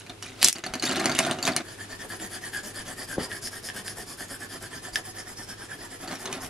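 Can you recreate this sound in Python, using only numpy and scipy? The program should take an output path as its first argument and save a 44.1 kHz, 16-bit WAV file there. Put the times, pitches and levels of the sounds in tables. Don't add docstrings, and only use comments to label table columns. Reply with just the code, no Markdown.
import sys
import numpy as np
from scipy import signal
from scipy.fft import rfft, irfft, next_fast_len
from scipy.io import wavfile
from scipy.ndimage import uniform_filter1d, map_coordinates

SR = 44100
rng = np.random.default_rng(int(sys.argv[2]) if len(sys.argv) > 2 else 0)


def digitize_waveform(pressure):
    field = np.atleast_2d(pressure).T
    bounded = np.clip(field, -1, 1)
    quanta = np.round(bounded * 32767).astype(np.int16)
    wavfile.write(sys.argv[1], SR, quanta)


N = 286209
TIME = np.arange(N) / SR

PEAK_OUT, PEAK_BACK = 0.48, 0.42
TURN_DB, TURN_SCATTER_DB = -52, 4


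def hand_motion(start, back):
    peak_share = np.where(back, PEAK_BACK, PEAK_OUT)
    middle = start + peak_share * np.diff(np.append(start, N / SR))
    knots = np.append(np.ravel([start, middle], "F"), N / SR)
    phase = np.interp(TIME, knots, np.arange(2 * len(start) + 1) / 2)
    swing = np.abs(np.sin(np.pi * phase)) ** 0.95
    turn_db = TURN_DB + TURN_SCATTER_DB * rng.standard_normal(len(start))
    rest = np.minimum(amp(np.interp(TIME, start, turn_db)), 1)
    speed = (rest + (1 - rest) * swing) * (TIME > start[0])
    return middle, phase, speed


# start t/s, paper hiss level/dB, lower shaft modes level/dB over the hiss
STROKE_ROWS = [(1.63, -44.5, 0), (1.768, -39.5, -5), (1.877, -40.5, -4), (1.977, -39, -4),
               (2.076, -39.5, -0.5), (2.185, -35.5, -6), (2.29, -39, -2), (2.405, -37, -2.5),
               (2.513, -36, 3.5), (2.622, -37, -4), (2.732, -38, 0.5), (2.843, -37, -4), (2.956, -38.5, -3),
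               (3.066, -37.5, 0.5), (3.174, -37.5, 2.5), (3.282, -39.5, -0.5), (3.408, -38, -9),
               (3.503, -39.5, -3), (3.614, -40, -9), (3.728, -36, 0), (3.832, -39.5, -4.5),
               (3.946, -38, -6), (4.054, -41, -6.5), (4.166, -38, -2.5), (4.271, -40, -1.5),
               (4.384, -38.5, -2), (4.482, -40, -2), (4.597, -38.5, -2.5), (4.693, -40, -5),
               (4.813, -39.5, 1.5), (4.917, -36, -12), (5.03, -40.5, -4.5), (5.13, -39, -5.5),
               (5.247, -41, -4), (5.351, -41, -5.5), (5.461, -41, -0.5), (5.561, -42.5, -1),
               (5.679, -41.5, 2), (5.771, -40.5, -3), (5.887, -41.5, -3), (5.983, -40, -8),
               (6.069, -39, -1.5), (6.177, -38, -9.5), (6.291, -39.5, -18), (6.392, -35, -15)]
# f/Hz, relative level/dB per Hz
PAPER_SPECTRUM = [(300, -6), (1000, -4.5), (2200, -12.5), (2750, -12), (3300, -8), (3900, -11.5),
                  (5000, -9), (6000, -6), (7200, -5.5), (8400, -7.5), (10200, -1.5), (11500, -6.5),
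                  (13000, -6.5), (15500, -10.5)]
# f/Hz, width/Hz, relative level/dB
SHAFT_LOW_MODES = [(1380, 124, -12), (1630, 224, -3), (1726, 121, 4.5), (3144, 580, -11)]
# f/Hz, width/Hz, relative level/dB
SHAFT_HIGH_MODES = [(4940, 500, 10), (7120, 660, 2.5), (9700, 1700, 4)]
# t/s, level/dB on strokes out, level/dB on strokes back
UPPER_LEVELS = [(1.63, -3.5, -13), (2.5, -4.5, -14), (3.3, 5.5, -7), (4.2, -1.5, -8.5), (4.9, -6, -12),
                (5.4, 2, 1), (5.8, -6.5, -10), (6.49, -19, -18)]
# t/s, f/Hz
GRIP_PITCH = [(1.69, 1787), (3.49, 1735), (4.87, 1786), (5.23, 1850), (5.53, 1710), (5.71, 1710),
              (5.86, 1920), (6.29, 1785), (6.45, 1900)]
# t/s, f/Hz
TILT_PITCH = [(1.65, 4480), (1.76, 4650), (3.33, 4880), (3.35, 5250), (4.87, 4940), (5.56, 5580),
              (5.8, 5100), (6.05, 5100)]
# f/Hz, width/Hz
SHAFT_HOLLOWS = [(2750, 340), (3950, 410), (5950, 430)]
GRIP_SCATTER = 0.023
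SWEEP = 0.027


def scribble():
    start, hiss_db, low_db = np.transpose(STROKE_ROWS)
    back = np.arange(len(start)) % 2 == 1
    middle, phase, speed = hand_motion(start, back)
    s, out_db, back_db = np.transpose(UPPER_LEVELS)
    high_db = np.where(back, np.interp(start, s, back_db), np.interp(start, s, out_db))

    def level(db):
        return speed * amp(np.interp(TIME, middle, db))

    def finger_weight():
        return flutter(14, depth_db=1.8)

    fibres = filtered(grit(0.12, spread_db=3), lambda hz: amp(along(PAPER_SPECTRUM, hz)))
    hiss = unit(patchy(fibres, depth_db=4))
    treble = filtered(hiss, lambda hz: 1 / (1 + (10500 / (hz + 1)) ** 8))
    hiss = hiss + treble * (amp(0.044 * (np.interp(TIME, middle, hiss_db) + 37.0)) - 1)

    plucks = grit(0.15, spread_db=1) * flutter(45, depth_db=1.5)
    pitch = np.interp(middle, *np.transpose(GRIP_PITCH)) / SHAFT_LOW_MODES[2][0]
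    pitch = pitch + GRIP_SCATTER * rng.standard_normal(len(start))
    ratio = np.interp(TIME, middle, pitch) * flutter(30, depth_db=0.25)
    main_modes = gliding(plucks, SHAFT_LOW_MODES[1:3], ratio) * finger_weight()
    outer_modes = sum(filtered(plucks, modes([mode])) * finger_weight() for mode in SHAFT_LOW_MODES[::3])
    low = unit(main_modes + outer_modes)
    low = low * np.minimum(1.2 * speed, 1) ** 0.56

    scrapes = grit(0.1, spread_db=0) * flutter(45, depth_db=2.5)
    tilt = np.interp(TIME, *np.transpose(TILT_PITCH)) / SHAFT_HIGH_MODES[0][0]
    tilt = tilt - SWEEP * np.cos(np.pi * phase)
    high = unit(gliding(scrapes, SHAFT_HIGH_MODES[:1], tilt)
                - filtered(scrapes, modes(SHAFT_HIGH_MODES[1:])))

    board = unit(filtered(grit(0.05, spread_db=4.5), modes(TABLE_MODES)))
    sound = level(hiss_db) * (hiss + amp(-7.5) * board)
    sound += level(hiss_db + low_db) * low + level(hiss_db + high_db) * high

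    def hollowed(f):
        return np.prod([(c * c - f * f + 0.3j * f * w) / (c * c - f * f + 1j * f * w)
                        for c, w in SHAFT_HOLLOWS], 0)

    return filtered(sound, hollowed) + catches()


# t/s, relative level/dB, lower shaft modes relative level/dB over it
CATCH_ROWS = [(2.199, -25, 2), (2.537, -19, -2), (3.3156, -25, 8.5), (3.235, -28, -3), (3.473, -19, -1.5),
              (3.688, -17, 0), (3.7, -28.5, 11), (3.88, -10.5, -7), (4.9574, 1.5, -6.5)]


def catches():
    tick, pluck = np.zeros((2, N))
    for s, db, ring_db in CATCH_ROWS:
        add(tick, s, amp(db - 24.5 - 60 * TIME[:300] / 0.01) * rng.standard_normal(300))
        add(pluck, s, amp(db + ring_db + 27.5) * np.ones(1))
    ticking = filtered(tick, lambda hz: amp(along(PAPER_SPECTRUM, hz)) + 3.8 * modes(SHAFT_HIGH_MODES)(hz))
    return ticking + filtered(pluck, modes(SHAFT_LOW_MODES))


# upper modes/dB, table knock/dB over the peak, middle table modes/dB over the peak
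CLACK_ROWS = [(0.064, -35, 2500, 6060, -13, 4, -8), (0.096, -25.5, 3750, 5750, -16, 6.5, -9),
              (0.2252, -20, 3370, 5770, -10.5, -14, -20), (0.2612, -28, 2410, 5650, -15, -14, -15),
              (0.5571, -20.5, 4570, 6440, -11, 11, -12), (0.584, -22, 2900, 7300, 2, 12, -12),
              (0.6379, -15, 1450, 5780, -36, 3, -7), (0.6635, -15.5, 4580, 10400, -10, 6, -9),
              (0.7374, -14.5, 1500, 6240, -12, 4, -13), (0.753, -18.5, 4560, 6300, -5, 11, -9),
              (0.7967, -21, 4660, 6450, -16, -9, -15), (0.824, -14.5, 4030, 6460, -12, -0.5, -17),
              (0.835, -16.5, 4640, 6400, -13, 5, -13), (0.852, -13.5, 4570, 6450, -6, -2, -16),
              (0.863, -16, 4500, 7300, 3, -1, -14), (.886, -17, 4560, 7200, -4, 6, -16),
              (0.8931, -16, 3040, 7160, -9, 11, -12), (0.9121, -15.5, 4350, 6300, -15, 13.5, -8),
              (0.9247, -14, 4100, 5600, -7, -9, -11), (0.958, -17, 4070, 5600, -5, -12, -11),
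              (.966, -13.5, 1830, 6450, -8, 10, -7), (0.995, -19, 1690, 6400, -19, 0, -5),
              (0.998, -16.5, 4200, 8700, -14, 7.5, -10), (1.014, -31, 2900, 6500, -8, 17, 2),
              (1.042, -15, 4050, 9450, -4, 9, 0), (1.057, -3, 4560, 7480, 4, 2.5, 1),
              (1.0954, -16.5, 4520, 6450, 2, 9, 0), (1.116, -15.5, 4640, 6400, -18, 6, 2),
              (1.1502, -11.5, 2400, 7300, 8, 5, -6), (1.182, -15, 3750, 6540, 3, -4, 5),
              (1.1893, 4, 3170, 6760, -6, 3, -7), (1.203, -11.5, 3720, 9000, 1, -6, 12.5),
              (1.227, -16, 3750, 5740, 4, 6, 7), (1.2498, -15, 3600, 6600, -18, 11, 3),
              (1.2644, -15, 1560, 8650, -6, 8, 12), (1.3111, -9.5, 3750, 8700, -2, 2, 2),
              (1.3866, -24, 2750, 6450, -18, 13, -6), (1.427, -11.5, 4570, 7300, -5, -19, -14),
              (1.437, -17.5, 4620, 7300, -1, -4, 8.5), (1.4522, -11, 3750, 6450, -7, 0, -3),
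              (1.461, -17, 4550, 7300, -6, -8, -3), (1.469, -11.5, 3900, 5950, 4, 6, -5),
              (1.476, -8, 2560, 9600, -17.5, 9, 6), (1.4864, -14, 2100, 9600, -12, 14, 9),
              (1.52, -21.5, 4580, 5700, -27, -1, -2), (1.5348, -22, 3750, 5600, -18, -8, -6),
              (1.5641, -2, 4300, 9300, -3, -9, -20), (1.576, -32, 2180, 9400, 8, -7, 2),
              (1.6003, -38.5, 1520, 6500, 8, 22, 0), (6.0761, -26, 4340, 7350, -11, -1, -9),
              (6.11, -27, 1640, 5700, -21, 10, -10), (6.128, -28.5, 1420, 10300, -11, 8, -5),
              (6.1551, -23, 2430, 5760, 10, 0, -8), (6.2558, -19.5, 4130, 6630, -4, 5, -3),
              (6.327, -15, 2390, 5750, -3, -14, -12), (6.448, -24, 2400, 6040, 6, -13, -13)]
# mean f/Hz, relative level/dB, t60/s
LOOSE_MODES = [(1450, -13, 0.018), (1770, -9.5, 0.088), (2100, -4.5, 0.032), (2420, -5.5, 0.033),
               (2900, 0, 0.028), (3750, 3.5, 0.0066), (4120, -7, 0.027), (4530, 0, 0.019),
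               (5100, -1, 0.0078), (5750, 0, 0.019), (6460, 4, 0.018), (7200, 1.5, 0.022),
               (8700, 3.5, 0.012), (9760, 4, 0.015), (10400, 5, 0.0081)]
# t/s, small contacts level/dB, table rumble level/dB
JOSTLE_SPELLS = [
    [(0, -33.5, -61), (.12, -114, -47), (.2, -61, -66), (.24, -40.5, -45), (.36, -53, -53), (.41, -55, -43),
     (.46, -55, -24.5), (.51, -60, -40)],
    [(.552, -32, -40), (.6, -50, -44), (.625, -64, -65), (.64, -58, -38), (.81, -58, -51.5),
     (.84, -31, -29.5), (.945, -35.5, -37), (1.0, -35.5, -29.5), (1.06, -40, -30), (1.2, -36, -36.5),
     (1.32, -45, -28), (1.39, -61, -46), (1.48, -51, -30.5), (1.62, -67, -40.5)],
    [(6.03, -49, -45), (6.09, -56, -42), (6.135, -59, -38.5), (6.2, -58, -51.5), (6.26, -48, -48.5),
     (6.35, -46, -38.5), (6.43, -61, -46), (6.49, -62, -47)],
]
TUMBLE_S = 0.007
RATTLE_DB, RATTLE_T60_S = -20, 0.12
ROLL_DB, ROLL_T60_S = -25.5, 0.12


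def clatter():
    wood, blows, taps = np.zeros((3, N))
    for s, db, low_hz, high_hz, high_db, knock_db, middle_db in CLACK_ROWS:
        hit = contact(db, low_hz, high_hz, high_db)
        add(wood, s, amp(db) * hit / np.abs(hit).max())
        add(blows, s, amp(db + knock_db) * np.hanning(12))
        add(taps, s, -amp(db + middle_db) * np.hanning(30))
    small, rumble = sum(gains(rows) for rows in JOSTLE_SPELLS)
    small += lingering([(c[0], c[1] + RATTLE_DB) for c in CLACK_ROWS], RATTLE_T60_S)
    rumble += lingering([(c[0], c[1] + c[5] + ROLL_DB) for c in CLACK_ROWS], ROLL_T60_S)
    wood += small * jostling(count=9000)
    wood = filtered(wood, lambda hz: (1j * hz / (700 + 1j * hz)) ** 2)
    rough = grit(0.08, spread_db=3) * flutter(30, depth_db=2.5)
    rolling = rumble * unit(filtered(rough, knocked))
    return wood + rolling + filtered(blows, knocked) + filtered(taps, modes(TABLE_MODES[6:9]))


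def contact(db, low_hz, high_hz, high_db):
    t = np.arange(SR // 16) / SR
    hz, mode_db, t60 = np.transpose(LOOSE_MODES)[:, :, None]
    chance = rng.standard_normal((2, len(hz), 1))

    def near(pitch_hz):
        return amp(-np.minimum(110 * np.abs(np.log2(hz / pitch_hz)), 18))

    picked = np.where(hz < 5500, near(low_hz), amp(high_db - 1.5) * near(high_hz))
    strength = amp(mode_db + 0.49 * chance[0]) * picked
    ring_hz = hz * (1 + 0.01 * chance[1])
    ring = np.sum(strength * amp(-60 * t / t60) * np.sin(2 * np.pi * ring_hz * t), 0)
    noise = rng.standard_normal((2, len(t)))
    crack = amp(high_db + 7.0 - 60 * t / 0.0057) * noise[0]
    chatter = 0.4 * amp(-60 * t / 0.016) * signal.lfilter(*signal.iirpeak(low_hz, 0.8, SR), noise[1])
    hit = (ring + crack + chatter) * (1 - np.exp(-t / 0.00038))
    tumble = np.zeros(round(TUMBLE_S * SR) + 1)
    tumble[(rng.random(2) * TUMBLE_S * SR).astype(int)] = min(amp(-db - 18), 0.6)
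    tumble[0] = 1
    return signal.fftconvolve(hit, tumble)


def jostling(count):
    onset = (rng.random((count, 1)) * N).astype(int)
    pick = (rng.random(count) * len(LOOSE_MODES)).astype(int)
    chance = rng.standard_normal((count, 3))
    hz, db, _ = np.transpose(LOOSE_MODES)[:, pick, None]
    hz = hz * (1 + 0.025 * chance[:, :1])
    size_db = 4 * chance[:, 1:2]
    cycles = 18 * np.exp(0.5 * chance[:, 2:])
    dull_db = -4 * np.log2(hz / 3000)
    n = np.arange(250)
    decay = amp(db + size_db + dull_db - 60 * n * hz / SR / cycles)
    rings = decay * np.sin(2 * np.pi * hz * n / SR)
    return unit(np.bincount((onset + n).ravel(), rings.ravel(), N + len(n))[:N])


# t/s, relative level/dB, centre f/Hz
SLIP_ROWS = [(0.416, -13, 4170), (0.429, 3, 9800), (0.4291, -0.5, 2530), (0.4447, 18, 7000),
             (0.4469, 11, 6200), (0.4528, 4, 6540), (0.462, 1, 5210), (0.4758, 1, 7800), (0.485, 12, 9700),
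             (0.4963, -5, 6520), (0.528, -3.5, 6360)]
# t/s, level/dB
DRAG_LEVELS = [(.372, -52), (.41, -37), (.42, -24), (.442, -19), (.465, -15.5), (.48, -20), (.5, -27),
               (.52, -41)]
# f/Hz, relative level/dB per Hz
RUBBER_SPECTRUM = [(290, -47), (500, -33), (686, -11), (1530, -15), (2010, -2), (3900, 0.5), (6450, -4.5),
                   (9510, -9), (15500, -9)]


def elastic():
    crackle = grit(0.15, spread_db=2) * flutter(90, depth_db=2.5)
    crackle = unit(filtered(crackle, lambda hz: amp(along(RUBBER_SPECTRUM, hz))))
    sound = gains(DRAG_LEVELS)[0] * crackle
    t, jolts = np.arange(1500) / SR, np.zeros(N)
    for s, db, hz in SLIP_ROWS:
        burst = amp(-60 * t / 0.0065) * rng.standard_normal(len(t))
        tone = signal.lfilter(*signal.iirpeak(hz, 1.6, SR), burst)
        edge = 0.36 * burst * amp(-60 * t / 0.00057)
        add(sound, s, amp(db) * (tone / np.abs(tone).max() + edge))
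        add(jolts, s, amp(db - 21.0) * np.hanning(12))
    return sound + filtered(jolts, knocked)


# t/s, relative level/dB, contact time/s
WRIST_BUMPS = [(.068, -38, 0.0038), (0.12, -35.5, 0.0014), (.7, -30, 0.013), (3.168, -20, 0.002),
               (3.174, -19, 0.0015), (3.1795, -5, 0.0016), (3.189, -14, 0.002), (3.204, -18, 0.002),
               (4.92, -30, 0.013)]
# f/Hz, width/Hz, relative level/dB
DAMPED_MODES = [(43, 35, -8), (153, 65, 0.5), (268, 330, 2), (370, 210, 5), (583, 290, -1),
                (880, 2200, -8.5)]
# t/s, level/dB
DRONE_SPELLS = [
    [(3.19, -45.5), (3.4, -53)],
    [(6.23, -56), (6.27, -39), (6.35, -44), (6.45, -53)],
]
SHUDDER_DB, SHUDDER_T60_S = -5, 0.3


def wrist():
    blows = np.zeros(N)
    for s, db, contact_s in WRIST_BUMPS:
        add(blows, s, amp(db) * np.hanning(round(contact_s * SR)))
    soft_noise = uniform_filter1d(rng.standard_normal(N), size=16)
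    shudder = lingering([(s, db + SHUDDER_DB) for s, db, _ in WRIST_BUMPS], SHUDDER_T60_S) * soft_noise
    two_modes = unit(filtered(rng.standard_normal(N), modes(TABLE_MODES[4:9:4])))
    drone = sum(gains(rows)[0] for rows in DRONE_SPELLS) * two_modes
    return filtered(blows + shudder, modes(DAMPED_MODES)) + amp(-17) * filtered(blows, knocked) + drone


# f/Hz, width/Hz, relative level/dB
TABLE_MODES = [(45, 26, -22), (164, 130, -1), (263, 19.3, 8), (327.6, 17, 3.5), (381.4, 17, 5),
               (553, 176, -8), (659, 35, 3), (740, 44, 1.5), (1035, 264, -6), (1420, 580, -6)]


def knocked(hz):
    return modes(TABLE_MODES[1:])(hz) * (1j * hz / (50 + 1j * hz)) ** 4


# t/s, lag of left behind right/samples, left minus right level/dB
PLACE = [(0, .5, -1.5), (.5, 0.74, -0.3), (1.5, 0.84, -0.5), (1.7, 1.1, 1.5), (2.5, 1.1, 1.5),
         (3.5, 0.27, 1), (4.3, 0.1, 0), (5.2, 2.02, -1), (6.49, 1.2, -0.5)]


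def placed(x, scatter, size=1500):
    s, lag, pan_db = np.transpose(PLACE)
    n = np.arange(N)
    shift = scatter * map_coordinates(rng.standard_normal(N // size + 4), [n / size])
    lag = np.interp(TIME, s, lag) + shift
    pan_db = np.interp(TIME, s, pan_db) - shift
    return np.array([amp(k * pan_db / 2) * map_coordinates(x, [n - k * lag / 2], order=4) for k in (1, -1)])


# f/Hz, t60/s
WALL_DECAY = [(200, 0.13), (2000, 0.13), (10000, 0.077)]


def walls(x, count=16):
    out, step = np.zeros((2, N + SR)), N // count + 1
    for k in range(count):
        hz, t, z = signal.stft(rng.standard_normal((2, SR // 3)), SR, nperseg=256)
        decay = amp(-60 * t / along(WALL_DECAY, hz)[:, None])
        tail = signal.istft(z * decay, SR, nperseg=256)[1]
        part = x[None, k * step:(k + 1) * step]
        echo = signal.fftconvolve(part, tail / np.linalg.norm(tail[0]), axes=1)
        out[:, k * step + 120:][:, :echo.shape[1]] += echo
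    return paired(out[:, :N], lambda hz: 1)


# f/Hz, likeness
LIKENESS = [(60, 1), (300, 0.68), (700, 0.17), (2000, 0.15), (5000, 0.03), (10000, 0.034)]


def paired(two, colour):
    def turn(hz):
        return np.arccos(np.clip(along(LIKENESS, hz), -1, 1)) / 2

    mid, side = filtered(two, lambda hz: colour(hz) * np.array([np.cos(turn(hz)), np.sin(turn(hz))]))
    return np.array([mid + side, mid - side])


# f/Hz, relative level/dB per Hz
AIR_SPECTRUM = [(13, -40), (22, -4), (45, -3), (68, -11.5), (102, 1.5), (215, -7), (392, 2.5), (560, -10),
                (1080, -10.5), (1770, -14), (2600, -12), (5170, -16.5), (8710, -19.5), (10300, -19.5),
                (11800, -19), (15500, -81)]
# f/Hz, mean peak level/dB
HUM_TONES = [(100, -53), (120, -69)]


def room_tone():
    air = paired(rng.standard_normal((2, N)), lambda hz: amp(along(AIR_SPECTRUM, hz)))
    hum = sum(amp(db) * flutter(17, depth_db=1.5) * np.sin(2 * np.pi * hz * TIME) for hz, db in HUM_TONES)
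    return amp(-46.5) * unit(air) * flutter(2.1, depth_db=0.7) + hum


def amp(db):
    return 10 ** (np.asarray(db) / 20)


def unit(x):
    return x / np.sqrt(np.mean(x ** 2) + 1e-20)


def along(points, hz):
    f, v = np.transpose(points)
    return np.interp(np.log(hz + 1), np.log(f + 1), v)


def gains(rows):
    s, *cols = np.transpose(rows)
    return np.array([amp(np.interp(TIME, s, c, -200, -200)) for c in cols])


def filtered(x, response):
    m = next_fast_len(N + SR // 2)
    return irfft(rfft(x, m) * response(np.fft.rfftfreq(m, 1 / SR)), m)[..., :N]


def modes(table):
    def response(f):
        return sum((-1) ** k * amp(db) * 1j * f * w / (c * c - f * f + 1j * f * w)
                   for k, (c, w, db) in enumerate(table))
    return response


def gliding(x, table, ratio):
    tunings = np.array([0.88, 0.92, 0.96, 1, 1.04, 1.08])
    steps = np.arange(len(tunings))
    distance = np.abs(np.interp(ratio, tunings, steps) - steps[:, None])
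    fade = np.sqrt(np.maximum(1 - distance, 0))
    return np.sum(fade * filtered(x, lambda f: np.array([modes(table)(f / r) for r in tunings])), 0)


def grit(share, spread_db):
    u, size, sign = rng.random(N), rng.exponential(size=N), rng.standard_normal(N)
    return unit((u < share) * amp(spread_db * np.minimum(size, 3)) * sign)


def flutter(rate, depth_db):
    knots = rng.standard_normal(int(N * rate / SR) + 4)
    return amp(depth_db * map_coordinates(knots, [np.arange(N) * rate / SR]))


def patchy(x, depth_db):
    z = signal.stft(x, nperseg=256)[2]
    field = uniform_filter1d(rng.standard_normal(z.shape), size=4, axis=0)
    field = uniform_filter1d(field, size=16, axis=1)
    return signal.istft(z * amp(depth_db * unit(field)), nperseg=256)[1][:N]


def lingering(events, t60):
    power = np.zeros(N)
    for s, db in events:
        add(power, s, amp(2 * db - 120 * np.arange(SR // 4) / SR / t60))
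    return np.sqrt(power)


def add(track, s, sound):
    part = track[round(s * SR):][:len(sound)]
    part += sound[:len(part)]


def scene():
    drawing, pile = scribble(), elastic() + clatter() + wrist()
    direct = placed(drawing, scatter=0.54) + placed(pile, scatter=0.4, size=400)
    thin_pile = filtered(pile, lambda hz: 1j * hz / (900 + 1j * hz))
    echo = walls(amp(-4.5) * drawing + amp(-8.0) * thin_pile)
    return direct + echo + room_tone()


# f/Hz, gain/dB
MIC_RESPONSE = [(20, 2), (10500, 0), (12500, -4.5), (14000, -16), (15500, -35)]
TOP_HZ = 15700


def record(dry):
    power = uniform_filter1d(np.mean(dry ** 2, 0), 400)
    memory = signal.lfilter([1 / 2500], [1, 1 / 2500 - 1], np.abs(power))
    x = dry / (1 + memory / amp(-51.5)) ** 0.2
    x = filtered(x, lambda hz: amp(along(MIC_RESPONSE, hz)))
    saturated = 0.82 * x / (1 + np.abs(x) ** 6) ** (1 / 6)
    return filtered(saturated, lambda hz: hz < TOP_HZ)


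dry = scene()
out = record(dry)
digitize_waveform(out)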